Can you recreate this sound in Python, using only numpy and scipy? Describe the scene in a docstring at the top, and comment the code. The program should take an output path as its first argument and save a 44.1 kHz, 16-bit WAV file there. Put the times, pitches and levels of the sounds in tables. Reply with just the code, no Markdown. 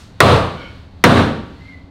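"""A sledgehammer strikes a bare steel car frame twice in a garage with its door open.
Filtered noise makes the rumble and a rustle that fades from the start, beside a faint hum of sines.
At 0.20 s and 1.04 s come the blows: damped noise clanks, frame and garage modes as dying sines, a dense wash.
A thin squeal of resonant noise follows the first blow, and fluttering tones squeak late after the second.
The recorder overloads on the clank, and its limiter holds the ring level before letting it die."""
import sys
import numpy as np
from scipy import signal
from scipy.fft import rfft, irfft
from scipy.io import wavfile

SR = 44100
rng = np.random.default_rng(int(sys.argv[2]) if len(sys.argv) > 2 else 0)


def wav_record(signal):
    """Record a signal, one row per channel, as 16-bit PCM in the file named by sys.argv[1]."""
    frames = np.transpose(np.atleast_2d(signal))
    bounded = np.clip(frames, -1, 1)
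    # unit amplitude maps onto the largest positive 16-bit level
    quanta = np.round(bounded * 32767).astype(np.int16)
    wavfile.write(sys.argv[1], SR, quanta)


N = 83790
TIME = np.arange(N) / SR


def from_db(db):
    """Logarithmic level: 20 dB is a factor of ten in amplitude."""
    return 10 ** (np.asarray(db) / 20)


def rms_one(x):
    """Normalisation to unit root-mean-square amplitude."""
    return x / np.sqrt(np.mean(x ** 2) + 1e-20)


def at_hz(points, hz):
    """Interpolation on a logarithmic frequency axis."""
    table_hz, value = np.transpose(points)
    return np.interp(np.log(hz), np.log(table_hz), value)


def dying(age, t60):
    """Exponential decay: the amplitude falls by 60 dB in t60 seconds."""
    return np.exp(-np.log(1000) * age / t60)


def build_up(age, seconds):
    """Exponential build-up with a time constant in seconds."""
    return 1 - np.exp(-age / seconds)


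def swell(start, length):
    """Half-sine envelope: a smooth rise and fall."""
    return np.sin(np.pi * np.clip((TIME - start) / length, 0, 1))


def smooth(x, seconds):
    """First-order relaxation: a one-pole low-pass."""
    pole = np.exp(-1 / (seconds * SR))
    return signal.lfilter([1 - pole], [1, -pole], x)


def resonance(x, hz, q):
    """Simple resonance: a band-pass with unit gain at its peak."""
    return signal.lfilter(*signal.iirpeak(hz, q, fs=SR), x)


def twice_resonant_noise(noise, hz, q):
    """Cascaded resonance: two equal band-passes narrow the noise, brought to rms 1."""
    return rms_one(resonance(resonance(noise, hz, q), hz, q))


def ring(modes, age, length=1):
    """Modal superposition: dying sines with alternating sign; length scales every t60."""
    total = 0
    for k, (hz, db, t60) in enumerate(modes):
        sign = (-1) ** k
        total = total + sign * from_db(db) * np.sin(2 * np.pi * hz * age) * dying(age, t60 * length)
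    return total


RIPPLE_SPACING_HZ = 133


def noise_bands(spectrum, ripple_db):
    """Spectral shaping: coloured noise in overlapping octaves whose sum has rms 1; centres, bands."""
    hz = np.maximum(np.fft.rfftfreq(N, 1 / SR), 1)
    ripple = np.interp(hz / RIPPLE_SPACING_HZ, np.arange(2000), rng.standard_normal(2000))
    ripple = ripple * hz / (hz + 1000)  # weaker towards the bass
    coloured = rfft(rng.standard_normal(N)) * from_db(at_hz(spectrum, hz) + ripple_db * ripple)
    centres = 25 * 2. ** np.arange(11)
    bands = []
    for centre in centres:
        weight = np.maximum(1 - abs(np.log2(hz / centre)), 0)  # triangle on an octave axis
        bands.append(irfft(coloured * weight, N))
    bands = np.array(bands)
    return centres, bands / bands.sum(0).std()


# spectrum of background air and rumble: (frequency [Hz], relative density [dB per Hz])
AIR_SPECTRUM = [(25, 1), (50, -2.5), (78, 9.5), (120, -2), (180, -3.5), (260, -9), (370, -14),
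                (1000, -19.5), (2500, -28), (4400, -26), (5100, -37), (9000, -48.5), (15000, -59.5)]
# gain of the background's treble: (time [s], level [dB])
TREBLE_GAIN = [(0, 8), (.12, -0.5), (.5, 10), (.78, 5.5), (.9, -2), (1.45, 3.5), (1.7, 3.5), (1.9, -6)]
# faint hum lines: (frequency [Hz], level at the start [dB], growth [dB/s])
HUM_LINES = [(176, -55, 2.5), (261, -55.5, 2.5), (278, -59, 7)]
AIR_DB, TREBLE_HZ = -39.5, 1200


def air():
    """Superposed stationary noise and steady tones: rumble, slowly growing hum, hiss of wandering level."""
    centres, bands = noise_bands(AIR_SPECTRUM, 0)
    rumble = bands[centres < TREBLE_HZ].sum(0)
    hiss = bands[centres >= TREBLE_HZ].sum(0) * from_db(np.interp(TIME, *np.transpose(TREBLE_GAIN)))
    hum = 0
    for hz, db, growth in HUM_LINES:
        phase = 2 * np.pi * (hz * TIME + rng.random())
        hum = hum + from_db(db + growth * TIME) * np.sin(phase)
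    return hum + from_db(AIR_DB) * (rumble + hiss)


RUSTLE_DB, RUSTLE_HZ, RUSTLE_T60_S = -50, 5200, .5


def rustle():
    """Decaying band noise: a soft, bright rustle dies away from the start."""
    noise = twice_resonant_noise(rng.standard_normal(N), RUSTLE_HZ, 1)
    return from_db(RUSTLE_DB) * noise * dying(TIME, RUSTLE_T60_S)


TICK_DB, TICK_HZ, TICK_T60_S = 11, 8000, 0.0076  # steel meeting steel
CLANK_DB, CLANK_Q, CLANK_T60_S = 12.5, 0.93, 0.053
CONTACT_RISE_S = .0012  # time constant
SPOT_LOW_DB, SPOT_HIGH_DB, SPOT_T60_S = 11, 13.5, 0.03906  # the struck spot's two notes


def contact(age, clank_hz, low_hz, high_hz):
    """Impact excitation: a bright tick, a short, wide clank and two notes that the head damps quickly."""
    tick = rms_one(resonance(rng.standard_normal(N), TICK_HZ, 1)) * dying(age, TICK_T60_S)
    clank = twice_resonant_noise(rng.standard_normal(N), clank_hz, CLANK_Q) * dying(age, CLANK_T60_S)
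    notes = ring([(low_hz, SPOT_LOW_DB, SPOT_T60_S), (high_hz, SPOT_HIGH_DB, SPOT_T60_S)], age)
    return (from_db(TICK_DB) * tick + from_db(CLANK_DB) * clank + notes) * build_up(age, CONTACT_RISE_S)


# modes of the frame: (frequency [Hz], relative level [dB], t60 before the blow's length factor [s])
FRAME_MODES = [(195.6, -11, 0.68), (222, -8.5, 0.78), (248, -8, 0.52), (309, -13, 0.76), (399, -3.5, 0.42),
               (461.7, -12.5, 0.42), (542.5, -3.5, 0.55), (674, -5.5, 0.64), (794.4, -7, 0.66),
               (924, -9, 0.78), (1143.6, -2.5, 0.62), (1389, -11.5, .7), (2655, -8.5, 0.35),
               (2740, -12, 0.49)]
FRAME_DB = -3


def frame(age, length):
    """Normal modes: the steel frame rings at its own frequencies."""
    return from_db(FRAME_DB) * ring(FRAME_MODES, age, length)


# dense ring of panels and garage: (frequency [Hz], relative density [dB per Hz])
WASH_SPECTRUM = [(25, -29.5), (45, -11.5), (70, -13), (110, -6), (155, 0), (200, -2.5), (290, -8),
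                 (550, -3.5), (850, -7), (1200, -7.5), (1600, -14), (2400, -17), (4000, -17.5), (5200, -29),
                 (7200, -35), (9000, -34), (11000, -43.5), (15000, -49)]
# its decay: (frequency [Hz], t60 before the blow's length factor [s])
WASH_DECAY = [(60, 0.92), (200, 0.74), (600, 0.59), (1300, 0.61), (4000, 0.61), (12000, 0.46)]
WASH_DB = 6.5
WASH_RIPPLE_DB = 0.5  # the modes cluster unevenly


def wash(age, length):
    """High modal density: countless weaker modes of sheet steel and garage, as noise dying band by band."""
    total = 0
    for hz, band in zip(*noise_bands(WASH_SPECTRUM, WASH_RIPPLE_DB)):
        total = total + band * dying(age, at_hz(WASH_DECAY, hz) * length)
    return from_db(WASH_DB) * total


# low modes of the garage: (frequency [Hz], relative level [dB], t60 before shortening by 0.85 [s])
GARAGE_MODES = [(88.6, 9, 0.6), (110.56, 4.5, 0.48), (121.5, 9.5, 0.53), (138.7, -4.5, .5)]
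GARAGE_BUILD_S = 0.092  # time constant


def garage(age):
    """Room modes: low resonances of the garage build up slowly, then decay."""
    return ring(GARAGE_MODES, age, 0.85) * build_up(age, GARAGE_BUILD_S)


BODY_RISE_S = 0.0037  # time constant
BOOM_Q, CLANG_Q = 2.4, 5.7


def blow(start, db, clank_hz, clank_db, boom_hz, boom_db, clang_hz, clang_db, length, low_hz, high_hz):
    """Position-dependent excitation: the struck spot decides which ranges boom and clang."""
    age = np.maximum(TIME - start, 0)
    body = (frame(age, length) + wash(age, length)) * build_up(age, BODY_RISE_S)
    for hz, boost_db, q in (boom_hz, boom_db, BOOM_Q), (clang_hz, clang_db, CLANG_Q):
        body = body + (from_db(boost_db) - 1) * resonance(body, hz, q)
    impact = from_db(clank_db) * contact(age, clank_hz, low_hz, high_hz)
    return from_db(db) * (body + garage(age) + impact)


# the two blows: (time [s], level before the limiter [dB], clank pitch [Hz], gain of the contact [dB],
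# panel's boom [Hz], boom boost [dB], panel's clang [Hz], clang boost [dB], ring length factor [1],
# low note of the struck spot [Hz], its high note [Hz])
BLOW_EVENTS = [(0.2039, -5.12, 1287, 1, 499, 3.55, 1196, 3.2, 1.004, 444, 1470),
               (1.0392, -5.12, 1515, -1, 276.5, 8.6, 1600, 6.1, 0.98, 1011, 2030)]


def blows():
    """Linear superposition: the ring of both blows adds up."""
    return sum(blow(*event) for event in BLOW_EVENTS)


# resonances of the squeal: (frequency [Hz], relative level [dB])
SQUEAL_RESONANCES = [(1480, 4.5), (2245, 3.5), (3040, 3), (4330, -11), (5480, -14)]
SQUEAL_START_S, SQUEAL_LENGTH_S, SQUEAL_DB = 0.546, 0.16, -46.5
SQUEAL_WIDTH_HZ = 220  # of each of two band-passes in series


def squeal():
    """Friction excitation: rubbing, as noise, drives a few narrow resonances."""
    rub = rng.standard_normal(N)
    lines = 0
    for hz, db in SQUEAL_RESONANCES:
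        lines = lines + from_db(db) * twice_resonant_noise(rub, hz, hz / SQUEAL_WIDTH_HZ)
    return from_db(SQUEAL_DB) * swell(SQUEAL_START_S, SQUEAL_LENGTH_S) * lines


SQUEAK_WAVER, SQUEAK_FLUTTER = 0.00428, 0.38  # rms fractions of pitch and of amplitude
SQUEAK_OCTAVE_DB = -21.5


def slow_noise():
    """Low-passed random fluctuation with rms 1."""
    return rms_one(smooth(smooth(rng.standard_normal(N), 0.0017), 0.0017))


def squeak(start, length, hz, glide, db):
    """Frequency and amplitude modulation: a short, thin, fluttering tone with a weak octave."""
    pitch = (hz + glide * np.clip(TIME - start, 0, length)) * (1 + SQUEAK_WAVER * slow_noise())
    phase = 2 * np.pi * np.cumsum(pitch) / SR
    tone = np.sin(phase) + from_db(SQUEAK_OCTAVE_DB) * np.sin(2 * phase)
    return from_db(db) * swell(start, length) * (1 + SQUEAK_FLUTTER * slow_noise()) * tone


# squeaks: (start [s], length [s], pitch [Hz], glide [Hz/s], level before flutter and echoes [dB])
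SQUEAK_EVENTS = [(1.59, .055, 2020, 1000, -47), (1.636, .036, 2065, 900, -46), (1.664, .052, 2108, 0, -39),
                 (1.705, .04, 2100, 0, -45), (1.71, .07, 2025, -300, -43)]


def squeaks():
    """Linear superposition: brief tones follow and overlap one another."""
    return sum(squeak(*event) for event in SQUEAK_EVENTS)


ECHO_DB, ECHO_T60_S = -4.5, 0.6


def in_garage(x):
    """Reverberation by convolution: decaying noise of unit energy lets small sounds linger."""
    echoes = rng.standard_normal(N) * dying(TIME, ECHO_T60_S)
    echoes = echoes / np.linalg.norm(echoes)
    return x + from_db(ECHO_DB) * signal.fftconvolve(x, echoes)[:N]


def scene():
    """Linear superposition: blows and small squeals over the background."""
    return (air() + rustle() + blows() + in_garage(squeal() + squeaks()))[None]


LIMIT_DB, RELEASE_DB_PER_S = -6.5, 148
SENSE_S, ATTACK_S = 0.0065, 0.0051  # time constants


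def limiter(x):
    """Feedback-free gain control: loud sound is turned down in milliseconds, with a steady release."""
    power_db = 10 * np.log10(smooth(x ** 2, SENSE_S) + 1e-12)
    over_db = np.maximum(power_db - LIMIT_DB, 0)
    release_db = RELEASE_DB_PER_S * TIME
    held_db = np.maximum.accumulate(over_db + release_db) - release_db
    return x * from_db(-smooth(held_db, ATTACK_S))


CUTOFF_HZ = 15900


def record(dry):
    """Nonlinear transmission: limiter and hard overload, then a steep low-pass."""
    clipped = np.clip(limiter(dry[0]), -1, 1)
    low_pass = signal.ellip(10, .1, 70, CUTOFF_HZ, fs=SR, output="sos")
    return signal.sosfilt(low_pass, clipped)[None]


dry = scene()
out = record(dry)
wav_record(out)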